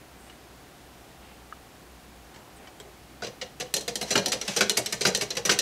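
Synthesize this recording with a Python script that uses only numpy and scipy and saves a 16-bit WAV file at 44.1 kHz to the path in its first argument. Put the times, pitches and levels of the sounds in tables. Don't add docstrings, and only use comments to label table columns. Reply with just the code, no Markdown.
import sys
import numpy as np
from scipy import signal
from scipy.fft import rfft, irfft
from scipy.io import wavfile
from scipy.ndimage import uniform_filter1d

SR = 44100
rng = np.random.default_rng(int(sys.argv[2]) if len(sys.argv) > 2 else 0)


def digitize_waveform(pressure):
    field = np.atleast_2d(pressure).T
    bounded = np.clip(field, -1, 1)
    quanta = np.round(bounded * 32767).astype(np.int16)
    wavfile.write(sys.argv[1], SR, quanta)


def attenuation_scalar(level_db):
    decades = np.asarray(level_db, float) / 20
    return 10 ** decades


N = 247468
LENGTH = 12288


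def shape(table, hz):
    f, v = np.transpose(table)
    return np.interp(np.log(np.maximum(hz, 1)), np.log(f), v)


def unit(x):
    return x / np.sqrt(uniform_filter1d(x ** 2, 176).max() + 1e-18)


# (frequency [Hz], density [dB per Hz])
AIR_SPECTRUM = [(15, -53), (25, -9), (43, -8), (64, 1.5), (82, -9), (114, -4.5), (137, -4), (354, -5),
                (451, -8.5), (489, -8), (775, -10.5), (887, -12), (5730, -25.5), (14800, -31.5),
                (16000, -35)]
# (frequency [Hz], level [dB], phase waver [rad])
HUM_LINES = [(60.7, -58.5, .7), (118, -67.5, .9), (712, -65, 3.5), (776, -63.5, 5.6)]


def air():
    air_db, bass_db = -48, -3.5
    t, hz = np.arange(N) / SR, np.fft.rfftfreq(N, 1 / SR)
    noise = rfft(rng.standard_normal(N)) * attenuation_scalar(shape(AIR_SPECTRUM, hz))
    noise *= attenuation_scalar(air_db) / np.std(irfft(noise, N))
    low = 1 / (1 + (hz / 1500) ** 2)
    hum = 0
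    for line_hz, db, unsteady in HUM_LINES:
        waver = np.interp(t, np.linspace(0, t[-1], 60), rng.standard_normal(60))
        hum = hum + attenuation_scalar(db + 2.0 * waver) * np.sin(2 * np.pi * line_hz * t + unsteady * waver)
    return irfft(noise * (low * attenuation_scalar(bass_db) + 1 - low), N) + hum


def room(x):
    tail_db, t60_s, dull_hz = -15.5, 0.36, 5240
    t = np.arange(SR // 2) / SR
    tail = rng.standard_normal(len(t)) * 1000. ** (-t / t60_s) * (t > .006)
    tail = signal.lfilter(*signal.butter(1, dull_hz, fs=SR), tail)
    return x + attenuation_scalar(tail_db) * signal.fftconvolve(x, tail / np.linalg.norm(tail))[:N]


# (middle [s], length [s], level [dB], centre frequency [Hz])
RUSTLES = [
    (.15, 0.54, -63, 500),
    (0.256, 0.22, -62.5, 8500),
    (0.294, 0.16, -59, 2250),
    (1.26, 0.24, -57.5, 600),
    (1.28, 0.15, -56.5, 2290),
    (2.418, 0.39, -55.5, 497),
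    (2.573, 0.043, -58.5, 8500),
    (2.63, 0.14, -58, 2000),
    (2.658, 0.25, -54.5, 500),
]


def rustle():
    t, out = np.arange(N) / SR, np.zeros(N)
    for s, length_s, db, centre_hz in RUSTLES:
        near = np.abs(t - s) < length_s / 2
        spread = 1 + 1000 / (centre_hz + 500)
        edges_hz = (centre_hz / spread, centre_hz * spread)
        band = signal.butter(2, edges_hz, "bandpass", fs=SR, output="sos")
        cloth = signal.sosfilt(band, rng.standard_normal(N)[near])
        out[near] += attenuation_scalar(db) * cloth / np.std(cloth) * np.sqrt(np.hanning(near.sum()))
    return out


def swing(t, hz, t60, rise_s):
    t = np.maximum(t, 0)
    return np.sin(2 * np.pi * hz * t) * (1 - np.exp(-(t / rise_s) ** 2)) * 1000. ** (-t / t60)


# (time [s], frequency [Hz], level [dB], t60 [s])
TAPS = [(.298, 2900, -41, 0.039), (1.525, 1260, -24.5, 0.021), (1.523, 1500, -41, 0.052),
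        (1.524, 1670, -35, 0.026), (1.525, 2900, -44, .03), (2.672, 3050, -42, 0.027),
        (2.801, 3250, -36, 0.029), (3.222, 1470, -26.5, 0.06), (3.224, 700, -30.5, 0.12),
        (3.424, 527, -32, 0.1), (3.625, 504, -32, 0.16), (3.668, 3000, -45, .05), (5.487, 1160, -26, 0.053)]


def tap():
    t = np.arange(N) / SR
    return sum(attenuation_scalar(db) * swing(t - s, hz, t60, 0.00081) for s, hz, db, t60 in TAPS)


# (time [s], ring [dB], boom re ring [dB], crack re ring [dB])
ARM_STOPS = [
    (3.2214, -31, -3.5, -18),
    (4.155, -10, -10, -15),
    (4.6079, -8, -12, -11),
    (5.0515, -8.5, -15, -18),
    (5.4936, -8.5, -15.5, -17),
]
# (time [s], ring [dB], boom re ring [dB], crack re ring [dB])
PALLET_DROPS = [(3.7398, -15.5, -18.5, -1), (3.7657, -20.5, -11, -1.5), (3.8088, -30.5, -10, -3),
                (3.9554, -20, -15.5, -3), (4.1777, -13, -17, -10), (4.2598, -15.5, -13, -4),
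                (4.283, -24.5, -17, -5), (4.6958, -12.5, -16.5, -1), (5.1487, -12.5, -18, -8),
                (5.1742, -25, -8, -4), (5.589, -10.5, -22, -7)]
# (time [s], ring [dB], boom re ring [dB], crack re ring [dB])
PALLET_LIFTS = [
    (4.0265, -25.5, -6.5, -6),
    (4.4126, -19.5, -19, -13),
    (4.4514, -33.5, -9, -13),
    (4.8599, -19.5, -18, -5.5),
    (5.3044, -19.5, -17, -12.5),
]
# (time [s], ring [dB], boom re ring [dB], crack re ring [dB])
TOOTH_LOCKS = [(3.234, -29.5, -17, -13), (3.245, -27.5, -10, -18), (3.2683, -29.5, -6.5, -15),
               (3.414, -24, -13, -19), (3.5997, -27, -6, -4.5), (3.6068, -24, -18, -9),
               (3.879, -19.5, -9.5, -7), (4.0122, -21.5, -8.5, -6), (4.3191, -15, -34, -7),
               (4.329, -18.5, -10, -6), (4.4788, -20, -11.5, -6.5), (4.7717, -14, -12.5, 0),
               (4.9245, -18, -14, -5), (5.2103, -17, -21.5, -11), (5.2199, -23, -6.5, -3.5),
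               (5.3522, -31, -12, -7), (5.3688, -17.5, -11.5, -11), (5.4515, -20, -26, -6),
               (4.768, -22, -31, -16)]
# (time [s], ring [dB], boom re ring [dB], crack re
# ring [dB])
ARM_SLIDES = [
    (4.106, -16, -10.5, -8.5),
    (4.5633, -16, -9.5, -6),
    (5.009, -18.5, -8.5, -7),
    (5.0653, -14, -10, -9.5),
    (5.4513, -18.5, -11, -7),
    (5.5119, -15, -8.5, -8),
]
SLIDE_CATCH_S = .009
# (blow rows, snap re crack [dB], snap delay [s],
# (panel, post, leg sway, back plate, brace) re boom [dB])
PASSED_ON = [
    (ARM_STOPS, -2, 0, (-10.5, -34, -18, -8.5, -15)),
    (PALLET_DROPS, 7.2, 0, (-14, -22, -32, -16, -28)),
    (PALLET_LIFTS, 4, 0, (-20, -22, -17, -29, -16)),
    (TOOTH_LOCKS, 0.1, 0.004, (-14.5, -10.5, -9.5, -18.5, -18)),
    (ARM_SLIDES, 9.8, SLIDE_CATCH_S, (-15, -12.5, -23, -11.5, -14)),
]
# (frequency [Hz], t60 [s], build-up [s])
STAND_MODES = [(205.7, 0.19, 0.0067), (149, 0.13, 0.012), (117.4, 0.17, 0.026), (409.2, 0.2, 0.003),
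               (636.5, 0.13, 0.0037)]


def stand():
    out, t = np.zeros(N + LENGTH), np.arange(LENGTH) / SR
    for table, _, _, levels_db in PASSED_ON:
        for s, ring_db, boom_db, _ in table:
            i = int(s * SR)
            detune = 1 + rng.standard_normal(5) * (.008, .04, .03, .01, .01)
            for db, k, (hz, t60, rise_s) in zip(levels_db, detune, STAND_MODES):
                out[i:i + LENGTH] += attenuation_scalar(ring_db + boom_db + db + 6) * swing(t, hz * k, t60, rise_s)
    return out[:N]


def snaps():
    snap_hz, rattle_s, rattle_db = 7800, .03, -7
    out, t = np.zeros(N + LENGTH), np.arange(512) / SR
    band = signal.butter(1, (0.42 * snap_hz, min(0.99 * snap_hz, 16000)), "bandpass", fs=SR)
    for table, snap_db, late_s, _ in PASSED_ON:
        for s, ring_db, _, crack_db in table:
            for after_s in (0, *rng.uniform(0.22, 1, size=2) * rattle_s):
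                snap = signal.lfilter(*band, rng.standard_normal(len(t))) * np.exp(-t / 0.0013)
                db = ring_db + crack_db + snap_db + rattle_db * (after_s > 0) - 200 * after_s
                i = int((s + abs(late_s) + after_s) * SR)
                out[i:i + len(t)] += attenuation_scalar(db) * snap / np.abs(snap).max()
    return out[:N]


# (frequency [Hz], density [dB per Hz])
DENSE = [(530, -24), (900, -3.5), (1290, -5), (1550, -4), (1950, 1.5), (2250, 1.5), (2500, 1), (6110, 0.5),
         (12000, -13.5), (16000, -26)]
# (frequency [Hz], t60 [s])
DENSE_T60 = [(900, 0.15), (3000, 0.04), (8000, 0.1), (15000, 0.08)]


def dense_ring():
    hz, t = np.fft.rfftfreq(LENGTH, 1 / SR), np.arange(LENGTH) / SR
    noise = rfft(rng.standard_normal(LENGTH)) * attenuation_scalar(shape(DENSE, hz))
    out = 0
    for centre in 1000 * 2. ** np.arange(5):
        share = np.clip(1 - np.abs(np.log2(np.maximum(hz, 1) / centre)), 0, 1)
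        out = out + irfft(noise * share) * 1000. ** (-t / shape(DENSE_T60, centre))
    return out


# (time [s], level [dB])
DRAGS = [
    (3.8, -60),
    (4.1, -39),
    (4.51, -36.5),
    (4.9, -46),
    (5.14, -51),
    (5.53, -70),
]


def rub():
    rise_s, fall_s, wheel_free_s, wheel_db = 0.043, 0.12, 3.85, -69
    t, hz = np.arange(N) / SR, np.fft.rfftfreq(N, 1 / SR)
    slips = rng.standard_normal(N) * attenuation_scalar(3.7 * np.minimum(rng.exponential(size=N), 4))
    pallet_db = 6 / (1 + ((hz - 6000) / 500) ** 2)
    grain = irfft(rfft(slips) * attenuation_scalar(shape(DENSE, hz) + pallet_db), N)
    drag = sum(attenuation_scalar(db) * np.exp(-np.abs(t - s) / np.where(t < s, rise_s, fall_s)) for s, db in DRAGS)
    return grain / np.std(grain) * (drag + attenuation_scalar(wheel_db) * (t > wheel_free_s))


def ring(modes, spread_db):
    hz, width_hz, db = np.transpose(modes)
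    width_hz = np.maximum(width_hz, hz / 80)
    luck = rng.standard_normal((2, len(hz)))
    t = np.arange(LENGTH)[:, None] / SR
    waves = np.sin(2 * np.pi * hz * (1 + .004 * luck[0]) * t) * np.exp(-np.pi * width_hz * t)
    return waves @ (attenuation_scalar(db + spread_db * luck[1]) * np.sqrt(width_hz))


# (frequency [Hz], width [Hz], level [dB])
FRAME = [(119, 49, -23), (177, 6.7, -18), (215, 30, -27), (260, 16, -19), (335, 41, -31), (402, 7.6, -38),
         (414, 15.6, 15), (440, 20, 4), (512, 22, 20), (610, 75, 6.5), (635, 61, -7), (700, 90, 0),
         (730, 8, -2)]
# (frequency [Hz], density [dB per Hz])
BENCH = [(41, -53), (70, -14.5), (190, -8), (270, -17), (400, -4), (700, -5), (1000, -9.5), (1300, -47)]


def frame_ring(deep_db):
    bench_db, bench_t60_s, band_hz = 2, .18, (103, 890)
    hz = np.fft.rfftfreq(LENGTH, 1 / SR)
    thud = irfft(rfft(rng.standard_normal(LENGTH)) * attenuation_scalar(shape(BENCH, hz) - 200 * (hz > 1000)))
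    thud *= 1000. ** (-np.arange(LENGTH) / SR / bench_t60_s)
    both = unit(ring(FRAME, spread_db=0.5)) + attenuation_scalar(bench_db) * unit(thud)
    both += (attenuation_scalar(deep_db) - 1) * signal.lfilter(*signal.butter(2, 300, fs=SR), both)
    return signal.sosfilt(signal.butter(2, band_hz, "bandpass", fs=SR, output="sos"), both)


def chatter(length_s, contact_s, first_db, swell, scatter_db=4.5):
    at, size, sign = rng.random((3, 70))
    length_s = np.clip(length_s, .002, .1)
    at[:8] *= contact_s / length_s
    at[0] = 0
    db = -scatter_db * np.log(size + 0.1) - 14 * at - swell * np.exp(-at / 0.057)
    db[:8] = first_db
    knocks = np.zeros(LENGTH)
    np.add.at(knocks, (length_s * SR * at).astype(int), np.sign(sign - .5) * attenuation_scalar(db))
    return knocks


def even(knocks):
    z = rfft(knocks, 2 * LENGTH)
    return z / np.sqrt(uniform_filter1d(np.abs(z) ** 2, 200) + 1e-18)


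def blows(table, modes, contact_s, first_db, swell, dense_db, deep_db, knock_db, length_s, split_hz):
    out, hz = np.zeros(N + LENGTH), np.fft.rfftfreq(2 * LENGTH, 1 / SR)
    low, middle, high = [1 / (1 + (hz / edge) ** 8) for edge in (900, split_hz, 7000)]
    push = 1 / (1 + (hz / 900) ** 2)
    first_hardest = 0.44 + np.exp(-np.arange(LENGTH) / SR / 0.0034)
    for s, ring_db, boom_db, crack_db in table:
        force = even(chatter(length_s, contact_s, first_db, swell))
        body = unit(ring(modes, spread_db=3.0)) + attenuation_scalar(dense_db) * unit(dense_ring())
        struck = force * rfft(body, 2 * LENGTH)
        knock = unit(irfft(struck * (middle - low))[:LENGTH])
        pallet = unit(irfft(struck * (high - middle))[:LENGTH])
        crack = unit(irfft(struck * (1 - high))[:LENGTH])
        crack = unit(crack * first_hardest)
        boom = unit(irfft(force * push * rfft(frame_ring(deep_db), 2 * LENGTH))[:LENGTH])
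        hit = pallet + attenuation_scalar(boom_db + 6.0) * boom
        hit += attenuation_scalar(knock_db + 3.0) * knock + attenuation_scalar(crack_db - 0.1) * crack
        i = int(s * SR)
        out[i:i + LENGTH] += attenuation_scalar(ring_db - 7.5) * hit
    return out[:N]


# (time [s], ring [dB], boom re ring [dB], crack re ring [dB])
HAND_TICKS = [
    (0.2968, -44.5, -9, -20),
    (0.9794, -53, -10, -20),
    (2.3436, -45, -10, -16),
    (2.3603, -42.5, -14, -16),
    (2.6716, -43, -9, -22),
    (2.8, -39.5, -3.5, 0.5),
    (2.849, -56.5, 10, -16),
]
# (frequency [Hz], width [Hz], level [dB])
TICK = [(2000, 400, -5), (3050, 260, -1), (4100, 370, -11), (4670, 400, -13), (5700, 500, -10),
        (6700, 500, -14), (7740, 320, 2)]


def hand_ticks():
    return blows(HAND_TICKS, TICK, contact_s=0.0018, first_db=4.5, swell=3, dense_db=-5.0,
                 deep_db=2.0, knock_db=-3.5, length_s=.014, split_hz=1950)


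# (frequency [Hz], width [Hz], level [dB])
TOOTH = [(2236, 84, 3), (2900, 330, 11), (3550, 150, -15), (4040, 450, 14), (5040, 85, -7), (4820, 59, 15),
         (5400, 180, -16), (5330, 34, -8.5), (5900, 70, 14), (6300, 540, -25.5), (7600, 230, 5.5),
         (8870, 150, -13), (9700, 270, 0), (12300, 63, -5.5)]


def tooth_locks():
    return blows(TOOTH_LOCKS, TOOTH, contact_s=0.0044, first_db=8.5, swell=2.7, dense_db=-1,
                 deep_db=-6.5, knock_db=-17.5, length_s=0.019, split_hz=1650)


# (frequency [Hz], width [Hz], level [dB])
LIFT = [(2410, 67, -26), (3100, 71, -13), (4095, 35, 2), (5140, 150, -13), (5600, 39, -6), (5570, 15, -11),
        (5900, 42, -5), (6150, 39, -12), (7020, 33, -26), (8000, 34, -9), (8300, 22, -24), (11150, 120, -4)]


def pallet_lifts():
    return blows(PALLET_LIFTS, LIFT, contact_s=0.0036, first_db=5.0, swell=1.9, dense_db=-6.0,
                 deep_db=-22, knock_db=-18.5, length_s=.017, split_hz=2300)


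# (frequency [Hz], width [Hz], level [dB])
PALLET = [(1840, 100, 9), (3080, 200, 3), (4160, 33, 6), (3810, 100, 0), (4700, 110, -25), (5870, 80, 8),
          (7120, 780, -2), (8600, 230, -9), (9360, 94, -11), (11830, 170, -18)]


def pallet_drops():
    return blows(PALLET_DROPS, PALLET, contact_s=.002, first_db=13, swell=1.3, dense_db=-5.5,
                 deep_db=-10, knock_db=-16, length_s=.021, split_hz=2640)


# (frequency [Hz], width [Hz], level [dB])
SLIDE = [(2860, 105, -8), (2620, 110, -2), (4115, 28, 12), (4920, 45, 8), (5000, 46, -25), (5900, 160, -5),
         (6000, 130, 15), (5900, 36, -5), (6680, 48, -39), (7600, 35, 8), (8250, 37, 7), (9430, 42, -5)]


def arm_slides():
    return blows(ARM_SLIDES, SLIDE, contact_s=.006, first_db=5.0, swell=27, dense_db=-2.5,
                 deep_db=-2.5, knock_db=-13.0, length_s=.028, split_hz=2300)


# (frequency [Hz], width [Hz], level [dB])
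ARM = [(1560, 164, 11), (1420, 90, -5), (2260, 100, -6), (2900, 360, 1), (4000, 35, -8), (4700, 33, -4),
       (5070, 59, -29), (6160, 80, -35), (6340, 88, -25), (8200, 260, -33), (9400, 260, -40),
       (10400, 69, -28), (11200, 440, -17)]


def arm_stops():
    return blows(ARM_STOPS, ARM, contact_s=.004, first_db=11.5, swell=2.1, dense_db=-6.5,
                 deep_db=0, knock_db=-6, length_s=.033, split_hz=1990)


def scene():
    clock = arm_stops() + pallet_drops() + pallet_lifts()
    clock += tooth_locks() + arm_slides() + hand_ticks()
    clock += snaps() + rub()
    clock = signal.lfilter(*signal.butter(4, 14200, fs=SR), clock)
    return (room(clock + stand()) + tap() + rustle() + air())[None]


def roll_off(x):
    return signal.sosfilt(signal.butter(12, 16500, fs=SR, output="sos"), x)


def record(dry):
    ceiling, top_hz = 0.42, 15700
    held = ceiling * np.tanh(dry / ceiling)
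    mix = signal.sosfilt(signal.ellip(8, .2, 30, top_hz, fs=SR, output="sos"), held)
    return roll_off(mix)


dry = scene()
out = record(dry)
digitize_waveform(out)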